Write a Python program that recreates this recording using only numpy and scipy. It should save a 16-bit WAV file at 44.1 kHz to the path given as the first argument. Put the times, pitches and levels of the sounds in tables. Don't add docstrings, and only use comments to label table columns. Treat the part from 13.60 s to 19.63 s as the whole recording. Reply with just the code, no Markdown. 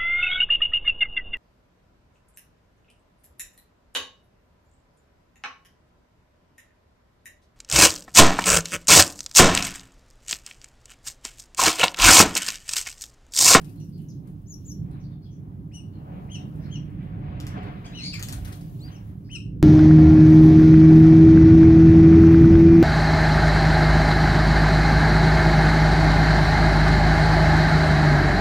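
import sys
import numpy as np
from scipy import signal
from scipy.fft import rfft, irfft, next_fast_len
from scipy.io import wavfile
from scipy.ndimage import uniform_filter1d, map_coordinates

SR = 44100
rng = np.random.default_rng(int(sys.argv[2]) if len(sys.argv) > 2 else 0)


def natural_amplitude(level_db):
    exponent = np.asarray(level_db, float) / 20
    return 10 ** exponent


def output_pcm(signal):
    pcm = np.clip(np.atleast_2d(signal).T, -1, 1) * 32767
    wavfile.write(sys.argv[1], SR, np.round(pcm).astype(np.int16))


N = 265834
TOP_HZ = 15800
WING_LAG = 19


def unit(x):
    return x / np.sqrt(np.mean(x ** 2) + 1e-20)


def along(points, hz):
    f, level = np.transpose(points)
    return np.interp(np.log(hz + 1), np.log(f + 1), level, left=-120, right=-120)


def curves(rows):
    s, *cols = np.transpose(rows)
    return [np.interp(np.arange(N) / SR, s, col) for col in cols]


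def wobble(rate, count=N):
    knots = rng.standard_normal(int(count * rate / SR) + 4)
    return map_coordinates(knots, [np.arange(count) * rate / SR])


def filtered(x, response):
    m = next_fast_len(x.shape[-1] + 8192)
    spectrum = rfft(x, m) * response(np.fft.rfftfreq(m, 1 / SR))
    return irfft(spectrum, m)[..., :x.shape[-1]]


def below_top(hz):
    return hz < TOP_HZ


def tinted(burst, spectrum, low_db):
    return filtered(burst, lambda hz: natural_amplitude(along(spectrum, hz) + low_db / (1 + (hz / 5800) ** 6)))


def rush(spectrum, alike, patchy_db, lag=0):
    z = signal.stft(rng.standard_normal((2, N)), nperseg=512)[2]
    patches = uniform_filter1d(rng.standard_normal(z.shape[1:]), 6, 0)
    patches = unit(uniform_filter1d(patches, 10, 1))
    pair = signal.istft(z * natural_amplitude(patchy_db * patches), nperseg=512)[1][:, :N]
    pair = filtered(pair, lambda hz: natural_amplitude(along(spectrum, hz)))
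    turn = np.arccos(np.clip(alike, -1, 1)) / 2
    mid, side = pair * [[np.cos(turn)], [np.sin(turn)]]
    return unit(np.array([np.roll(mid + side, lag), mid - side]))


def swells(s, rise, fall, db, calm_db, steep):
    t = np.arange(N) / SR - s[:, None]
    before = -t / np.clip(rise, .004, 3)[:, None]
    after = t / np.clip(fall, .004, 3)[:, None]
    away = np.where(t < 0, before, after)
    power = natural_amplitude(2 * (db[:, None] - 10 * steep * np.minimum(away, 30))).sum(0)
    return np.sqrt(natural_amplitude(2 * calm_db) + power)


# (frequency [Hz], time to fall 60 dB [s])
WALL_RING = [(300, 0.071), (3000, 0.33), (6000, 0.26), (12000, 0.28)]
# (delay [s], level [dB])
FIRST_ECHOES = [(.0024, -9), (.0066, -4), (.0155, -12), (.024, -15)]


def add(mix, s, sound, pan_db, wet_db, dry_db, echo_db, lag):
    hz, t, z = signal.stft(rng.standard_normal((2, SR // 3)), SR, nperseg=256)
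    t60 = np.interp(hz, *np.transpose(WALL_RING))[:, None]
    fading = z * natural_amplitude(-60 * t / t60) * below_top(hz)[:, None]
    tail = signal.istft(fading, SR, nperseg=256)[1]
    room = np.pad(natural_amplitude(wet_db) * tail / np.linalg.norm(tail[0]), ((0, 0), (300, 0)))
    arrival = np.clip([round(lag), -round(lag)], 0, None)
    room[[0, 1], arrival] += natural_amplitude(dry_db)
    for delay, db in FIRST_ECHOES:
        room[[0, 1], round(delay * SR) + arrival] += natural_amplitude(db + echo_db)
    heard = signal.fftconvolve(sound[None], room, axes=1) * natural_amplitude([[pan_db / 2], [-pan_db / 2]])
    part = mix[:, round(s * SR):][:, :heard.shape[1]]
    part += heard[:, :part.shape[1]]


def voice(shape, length, hz, second_db, third_db, jitter, shake_db, shake_rate, rasp):
    n = round(length * SR)
    share, *cols = np.transpose(shape)
    bends = [np.interp(np.arange(n) / n, share, col) for col in cols]
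    ratio, db, *half_db = (uniform_filter1d(bend, size=90) for bend in bends)
    pitch = hz * ratio * (1 + jitter * wobble(496.4, count=n))
    phase = 2 * np.pi * np.cumsum(pitch) / SR
    upper = np.sin(3 * phase) + natural_amplitude(-15) * np.sin(4 * phase)
    overtones = natural_amplitude(second_db) * np.sin(2 * phase) + natural_amplitude(third_db) * upper
    tone = np.sin(phase) + natural_amplitude(0.88 * db) * overtones
    half_pitch = natural_amplitude(half_db).sum(0) * 2 * np.cos(phase / 2)
    tone = tone * (1 + half_pitch + rasp * wobble(2500, count=n))
    effort = natural_amplitude(db + shake_db * wobble(shake_rate, count=n))
    return filtered(np.sqrt(2) * effort * tone, below_top)


def sing(calls, shape, throat, place):
    mix = np.zeros((2, N))
    for s, length, hz, db, pan_db in calls:
        call = voice(shape, length, hz, **throat)
        add(mix, s, natural_amplitude(db) * call, pan_db, echo_db=-11.0, **place)
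    return mix


# (frequency [Hz], level per Hz [dB])
DRONE_SPECTRUM = [(20, -40), (35, -12), (60, -7), (85, -9.5), (104, 1), (118, -9), (135, -9.5),
                  (170, -46.5)]
# (frequency [Hz], level per Hz [dB])
ROAR_SPECTRUM = [(90, -55.5), (120, -2.5), (150, 4), (190, -1), (232, -11), (270, -10), (295, -6.5),
                 (340, -18), (389, -18), (426, -27.5), (520, -33.5), (680, -50)]
# (time [s], roar level [dB], drone level [dB])
TRAFFIC_FLOW = [(0, -37.5, -45.5), (.5, -36, -45.5), (.85, -42, -46), (1.2, -35, -39), (1.65, -39, -45),
                (2.1, -38, -40), (2.4, -37.5, -44), (3.1, -33.5, -39), (3.5, -34, -37), (4.0, -33.5, -35.5),
                (4.3, -38, -43.5), (4.8, -35.5, -34), (5.0, -39.5, -41.5), (5.28, -36.5, -37.5),
                (5.37, -40, -44.5), (5.45, -39, -34.5), (5.7, -38.5, -40), (6.03, -30.5, -32.5)]


def traffic():
    roar_db, drone_db = curves(TRAFFIC_FLOW)
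    drone = natural_amplitude(drone_db) * rush(DRONE_SPECTRUM, alike=0.99, patchy_db=0.83)
    roar = natural_amplitude(roar_db - 1.5) * rush(ROAR_SPECTRUM, alike=0.91, patchy_db=1.64)
    return (drone + roar) * natural_amplitude([[-1.3], [1.3]])


# (frequency [Hz], level per Hz [dB])
LEAF_SPECTRUM = [(1500, -38), (2800, -3.5), (5000, -8.5), (7000, -9.5), (8500, -12), (11000, -6),
                 (13000, -4.5), (15500, -9.5), (15750, 1), (15900, -71)]
# (time [s], rise [s], settle [s], level [dB])
TWIG_STIRS = [
    (0, .01, 1, -76.5),
    (.55, 0.27, 0.26, -85),
    (1.07, 0.098, 0.14, -73),
    (2.95, 0.95, 0.45, -77),
    (4.25, 0.46, 0.33, -84),
    (4.82, 0.32, 0.32, -66.5),
    (5.199, 0.27, 0.29, -69.5),
]


def leaves():
    stir = swells(*np.transpose(TWIG_STIRS), calm_db=-87.5, steep=0.86)
    flicker = natural_amplitude(2.5 + 0.79 * wobble(25))
    return stir * flicker * rush(LEAF_SPECTRUM, alike=0.07, patchy_db=1.2) * natural_amplitude([[4.5], [1.5]])


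# (frequency [Hz], level per Hz [dB])
PUSH_SPECTRUM = [(300, -30.5), (420, 0.5), (700, -0.5), (1100, -4.5), (1600, -16), (2500, -38)]
# (frequency [Hz], level per Hz [dB])
FEATHER_SPECTRUM = [(700, -22.5), (1100, -2), (1600, -2), (2400, -5), (3500, -13), (5500, -31), (9000, -46),
                    (15000, -54.5)]
# (frequency [Hz], width [Hz], level [dB])
JAR_MODES = [(388.5, 10, 8.5), (558, 7.8, -3.5), (644, 11, -10.5), (731, 23, 3.5)]
# (time nearest [s], approach [s], leave [s], push level [dB], feather over push [dB])
FLIGHTS = [(0, .01, 0.0036, -43.5, -10), (.01, .01, 0.2, -60, -6.5), (.69, 0.11, 0.16, -64.5, -11),
           (1.36, 0.15, 0.25, -58, -8), (1.86, 0.12, 0.35, -65.5, -12), (2.54, 0.23, 0.66, -53, -10),
           (3.07, 0.18, 0.38, -61, -0.5), (3.45, 0.31, 0.58, -62, 0.5), (3.72, 0.35, 1, -54, -7),
           (3.98, 0.024, 0.031, -43.5, -4.5), (4.02, 0.33, 0.3, -53.5, 5), (4.08, 0.064, 0.049, -46.5, -6),
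           (4.26, 0.058, 0.35, -56, -2), (4.6, 0.032, 0.096, -56, 7.5), (4.732, 0.1, 0.11, -51.5, -1.5),
           (4.88, 0.094, 0.21, -53.5, -3), (5.28, .07, 0.27, -56, -2.5)]


def jar_response(f):
    return sum(natural_amplitude(db) * 1j * f * w / (c * c - f * f + 1j * f * w) for c, w, db in JAR_MODES)


def wings():
    s, come, go, db, bright_db = np.transpose(FLIGHTS)
    near = swells(s, come, go, db, calm_db=-68.5, steep=1.0)
    hiss = swells(s, come, go, db + bright_db, calm_db=-84.5, steep=1.7)
    beat = wobble(22.17)
    air = rush(PUSH_SPECTRUM, alike=0.72, patchy_db=1.5, lag=WING_LAG)
    hum_gain = (near / natural_amplitude(-49)) ** 0.95 * natural_amplitude(5.5)
    push = air + hum_gain * filtered(air, jar_response)
    feather = rush(FEATHER_SPECTRUM, alike=0.37, patchy_db=1.56, lag=WING_LAG)
    swish = near * natural_amplitude(-1.5 + 0.37 * beat) * push + hiss * natural_amplitude(1.3 * beat) * feather
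    return swish * natural_amplitude([[4], [1.8]])


# (frequency [Hz], level per Hz [dB])
VANE_SPECTRUM = [(500, -33), (1500, 0.5), (4000, 1.5), (7500, 1.5), (11000, 7), (15600, -1), (15900, -61)]
# (time [s], peak level [dB], low part [dB], left over right [dB])
WING_STROKES = [(0.0094, -54, 2, 12), (0.0428, -50.5, 2.5, 13.5), (0.077, -64, -11, 4),
                (0.092, -55, -1, 10), (0.12, -60, -6, 10), (0.154, -58.5, 2, 8), (0.197, -60.5, 5.5, 14),
                (0.242, -63, -13, 17), (0.29, -66, -4, 15), (0.376, -62, -3, 14), (0.4155, -63, -11, 16),
                (0.671, -58, -2, 12.5), (0.815, -66, -18, 8), (1.306, -61.5, 2, 10), (2.2594, -80, 9, -5),
                (2.955, -63, -4, 10), (3.3, -66, 1, 4), (3.4257, -67, -3, 3.5), (4.029, -61.5, 11, 8),
                (4.242, -65, 7, 5), (4.536, -44, 16, 5), (4.719, -50, 0, 1), (4.847, -41, 6.5, 7),
                (4.875, -44, 1, -1), (4.922, -41, 6, 6.5), (4.951, -50, -10, -1), (5.008, -52, 7, 7)]


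def flaps():
    mix, t = np.zeros((2, N)), np.arange(SR // 10) / SR
    stroke = (1 - np.exp(-t / 0.0025)) * np.exp(-(t / 0.013) ** 3)
    for s, db, low_db, pan_db in WING_STROKES:
        crackle = natural_amplitude(3 * wobble(1500, count=len(t)))
        puff = stroke * crackle * rng.standard_normal(len(t))
        puff = natural_amplitude(db - 11) * tinted(puff, VANE_SPECTRUM, low_db)
        add(mix, s, puff, pan_db, wet_db=0.5, dry_db=3.5, echo_db=-14.0, lag=-10.0)
    return mix


# (share of length, pitch ratio, level [dB])
FLAT_SHAPE = [(0, .97, -4), (.25, 1.02, -1), (.7, 0.92, -12.5), (1, .97, -12.5)]
# (time [s], length [s], top pitch [Hz], level [dB],
# left over right [dB])
FAR_CALLS = [(0.044, 0.058, 2720, -73, 12), (0.197, 0.054, 2880, -73.5, 12), (0.196, 0.052, 5770, -62, 1),
             (0.326, 0.069, 4670, -68, 4), (0.38, 0.071, 2970, -71.5, 7.5), (1.312, 0.07, 3960, -74, 11),
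             (1.399, 0.03, 5900, -68, 1), (1.43, 0.037, 4550, -69, 3), (1.43, 0.054, 3760, -78, 5),
             (1.5, 0.071, 4400, -77, 6), (1.51, 0.066, 3650, -78, 6), (1.617, 0.076, 4400, -72.5, 5),
             (1.624, 0.091, 5100, -75, 2), (1.651, 0.056, 3380, -73.5, 13), (1.708, 0.057, 6090, -69.5, 3),
             (0.173, 0.033, 4140, -68, 1), (2.327, 0.074, 4310, -76, 8), (2.325, 0.11, 2980, -74, 10),
             (2.786, 0.057, 3720, -70.5, 11), (3.035, 0.089, 4290, -70.5, 13), (3.01, 0.058, 5320, -67, 4),
             (3.875, 0.032, 5700, -57, 0), (4.037, 0.044, 4540, -66, 2), (4.153, 0.06, 3850, -69, 1),
             (4.523, 0.054, 4540, -49, 2), (4.434, 0.097, 2360, -57, 3), (5.645, 0.09, 4870, -70.5, 2)]


def far_birds():
    throat = dict(second_db=-24, third_db=-38.5, jitter=0.048, shake_db=2.5, shake_rate=400, rasp=0.45)
    return sing(FAR_CALLS, FLAT_SHAPE, throat, dict(wet_db=0.5, dry_db=-2.0, lag=3))


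# (share of length, pitch ratio, level [dB])
DART_SHAPE = [(0, .85, -17), (.15, 1.11, 2.5), (1, 0.818, -6.5)]
# (time [s], length [s], top pitch [Hz], level [dB], left over right [dB])
DART_CALLS = [
    (0.483, 0.027, 5720, -62, 4),
    (0.494, 0.035, 5200, -66.5, 5),
]


def darts():
    throat = dict(second_db=-15, third_db=-29.5, jitter=0.06, shake_db=5.0, shake_rate=390, rasp=0.17)
    return sing(DART_CALLS, DART_SHAPE, throat, dict(wet_db=-2.5, dry_db=-1, lag=-8.5))


# (share of length, pitch ratio, level [dB])
SEEP_SHAPE = [(0, .74, -17.5), (.16, .94, -6), (.27, 1, -1.5), (.45, 0.93, 0.5), (.68, 0.865, 7),
              (.73, 0.76, -1), (.82, 0.79, 7), (1, 0.75, -20)]
# (time [s], length [s], top pitch [Hz], level [dB], left over right [dB])
SEEP_CALLS = [
    (0.863, .097, 7180, -52.5, 5),
    (1.04, .097, 7270, -51, 5),
]


def seeps():
    throat = dict(second_db=-17, third_db=-31.5, jitter=0.014, shake_db=3.0, shake_rate=198, rasp=0.052)
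    return sing(SEEP_CALLS, SEEP_SHAPE, throat, dict(wet_db=-8.5, dry_db=0.0, lag=-5.0))


# (share of length, pitch ratio, level [dB], half-pitch level [dB])
LEVEL_SHAPE = [(0, .75, -30, -40), (0.13, .85, -7, -23), (.36, 0.98, 4, -28), (.85, .92, -1.5, -36),
               (1, 0.85, -8, -26)]
# (share of length, pitch ratio, level [dB], half-pitch level [dB])
CHIRP_SHAPE = [(0, .77, -28, -30), (0.12, .85, -8, -39), (.24, .95, -1, -41), (.38, 1, 0, -38),
               (0.58, .94, 2, -33), (.72, .87, 4, -21), (.84, .81, -4, -16), (1, 0.72, -30, -21)]
# (share of length, pitch ratio, level [dB])
FLICK_SHAPE = [(0, 0.496, -7), (.5, 0.66, -1), (1, 1.06, 0)]
# (time [s], top pitch [Hz], level [dB], second overtone [dB], third overtone [dB])
SPARROW_CHIRPS = [
    (2.113, 3065, -57, -2, -8),
    (2.69, 3256, -50, -7.5, -19.5),
    (3.092, 3257, -54, -7.5, -31),
    (4.329, 3075, -47, -10, -24),
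    (5.296, 3214, -64, -4, -21),
    (5.693, 3104, -47.5, -9.5, -17),
]


def sparrow():
    mix = np.zeros((2, N))
    perch = dict(pan_db=6.5, wet_db=-4.5, dry_db=0.4, echo_db=-5.5, lag=18.2)
    shapes = [LEVEL_SHAPE] + [CHIRP_SHAPE] * len(SPARROW_CHIRPS)
    for shape, (s, hz, db, second_db, third_db) in zip(shapes, SPARROW_CHIRPS):
        chirp = voice(shape, .094, hz, second_db, third_db, jitter=0.016, shake_db=3, shake_rate=170, rasp=.11)
        flick = voice(FLICK_SHAPE, 0.018, hz, -28, -40, jitter=.01, shake_db=1.1, shake_rate=150, rasp=.05)
        add(mix, s, natural_amplitude(db) * chirp, **perch)
        add(mix, s - 0.0071, natural_amplitude(db - 12) * flick, **perch)
    return mix


# (frequency [Hz], level per Hz [dB])
RIM_SPECTRUM = [(500, -8), (1500, -1), (4000, 8), (7000, 5), (10500, 1), (14000, -3), (16500, -12),
                (16850, -70)]
# (time [s], peak level [dB], low part [dB], left over right [dB], scrape level [dB])
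CLAW_TICKS = [(3.8014, -37.5, 3, 4.5, -22), (3.8677, -35, 2, 2.5, -23), (4.5942, -37, -2, 3, -18),
              (4.5966, -37, -5, 3, -16), (4.6263, -24, -2, 4, -21), (4.6352, -36, -2, 4, -14),
              (4.6832, -41, -6, 2, -16), (4.6861, -29.5, -2, 1.5, -19), (4.6952, -37, -6, 2, -16),
              (4.7225, -44, -6, 4, -12), (4.7256, -28.5, -5, 5, -19), (4.7296, -36, -6, 4, -15)]


def claws():
    mix, t = np.zeros((2, N)), np.arange(SR // 20) / SR
    for s, db, low_db, pan_db, scrape_db in CLAW_TICKS:
        grit = filtered(rng.standard_normal(len(t)), below_top)
        contact = natural_amplitude(scrape_db + 5.5 - 20 * t / 0.0062) * grit
        contact[24] += 1.2
        contact = natural_amplitude(db + 3.5) * tinted(contact, RIM_SPECTRUM, low_db)
        add(mix, s, contact, pan_db, wet_db=1.5, dry_db=5.5, echo_db=5, lag=-7)
    return mix


# (share of length, pitch ratio, level [dB], half-pitch level [dB])
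RISING_SHAPE = [(0, 0.5, -16, -26), (.35, .7, 2, -14), (.55, .94, 4, -6), (.75, 1, 2, -10), (1, 1, -8, -19)]
# (time [s], length [s], top pitch [Hz], level [dB], left over right [dB])
RISING_CALLS = [
    (4.231, .05, 3350, -57, 5),
]


def rising_call():
    throat = dict(second_db=-6, third_db=-20.5, jitter=0.014, shake_db=3.0, shake_rate=196.7, rasp=.2)
    return sing(RISING_CALLS, RISING_SHAPE, throat, dict(wet_db=-3, dry_db=0, lag=-4.5))


# (share of length, pitch ratio, level [dB], half-pitch level [dB])
TRILL_SHAPE = [(0, .82, -22, -20), (.3, .85, -12, -17), (.45, .89, -6, -15), (.58, .93, 1, -15),
               (.7, .96, 1, -16), (.86, 0.97, -1, -22), (.95, 0.965, -10, -22), (1, 0.96, -28, -22)]
# (time [s], length [s], top pitch [Hz], level [dB], left over right [dB])
TRILL_CALLS = [
    (4.318, .21, 4703, -36.5, 4),
]


def trill():
    mix = np.zeros((2, N))
    for s, length, hz, db, pan_db in TRILL_CALLS:
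        note = voice(TRILL_SHAPE, length, hz, second_db=-22, third_db=-42, jitter=0.03,
                     shake_db=3, shake_rate=140, rasp=0.3)
        pulse_hz = 165 * (1 + .12 * wobble(40, count=len(note)))
        chop = natural_amplitude(7 * np.sin(2 * np.pi * np.cumsum(pulse_hz) / SR))
        add(mix, s, natural_amplitude(db) * chop * note, pan_db, wet_db=-7.5, dry_db=-6.0, echo_db=-12, lag=-5)
    return mix


# (share of length, pitch ratio, level [dB], half-pitch level [dB])
FALLING_SHAPE = [(0, 1.15, -11, -20), (.15, 1.09, 2, -26), (.35, .97, 1.5, -29), (.6, .9, 0.5, -23),
                 (1, 0.59, -26, -13)]
# (time [s], length [s], top pitch [Hz], level [dB], left over right [dB])
FALLING_CALLS = [
    (4.525, 0.058, 2440, -41, 4.5),
]


def falling_call():
    throat = dict(second_db=-4.5, third_db=-9.5, jitter=0.028, shake_db=4, shake_rate=470, rasp=0.18)
    return sing(FALLING_CALLS, FALLING_SHAPE, throat, dict(wet_db=-6.0, dry_db=-3.0, lag=-4.5))


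# (share of length, pitch ratio, level [dB])
GLIDE_SHAPE = [(0, .8, -6), (.5, .92, 0), (1, 1, -8)]
# (time [s], length [s], top pitch [Hz], level [dB], left over
# right [dB])
GLIDE_CALLS = [
    (5.202, .03, 8500, -64, 3),
    (5.19, .015, 5200, -67, 2),
]


def glides():
    throat = dict(second_db=-35, third_db=-49.5, jitter=.005, shake_db=.8, shake_rate=80, rasp=.01)
    return sing(GLIDE_CALLS, GLIDE_SHAPE, throat, dict(wet_db=-12, dry_db=0, lag=18))


# (share of length, pitch ratio, level [dB])
ARCH_SHAPE = [(0, .7, -16), (.2, .85, -7), (.42, .95, 0), (.68, 1, -1), (.8, .95, -5), (.9, .82, -9),
              (1, .6, -14)]
# (time [s], length [s], top pitch [Hz], level [dB], left over right [dB])
ARCH_CALLS = [
    (5.195, .108, 4855, -51.5, 3),
]


def arches():
    throat = dict(second_db=-34.5, third_db=-49, jitter=.003, shake_db=.6, shake_rate=80, rasp=.01)
    return sing(ARCH_CALLS, ARCH_SHAPE, throat, dict(wet_db=-13, dry_db=0, lag=18))


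def scene():
    ground = traffic() + leaves()
    flight = wings() + flaps()
    early_calls = far_birds() + darts() + seeps() + sparrow()
    late_calls = rising_call() + trill() + falling_call() + glides() + arches()
    return ground + flight + early_calls + claws() + late_calls


def band_limit(x):
    return signal.sosfilt(signal.butter(12, 16840, fs=SR, output="sos"), x)


def record(dry):
    fade = np.clip((N - np.arange(N)) / (.004 * SR), .35, 1)
    return band_limit(dry * fade)


dry = scene()
out = record(dry)
output_pcm(out)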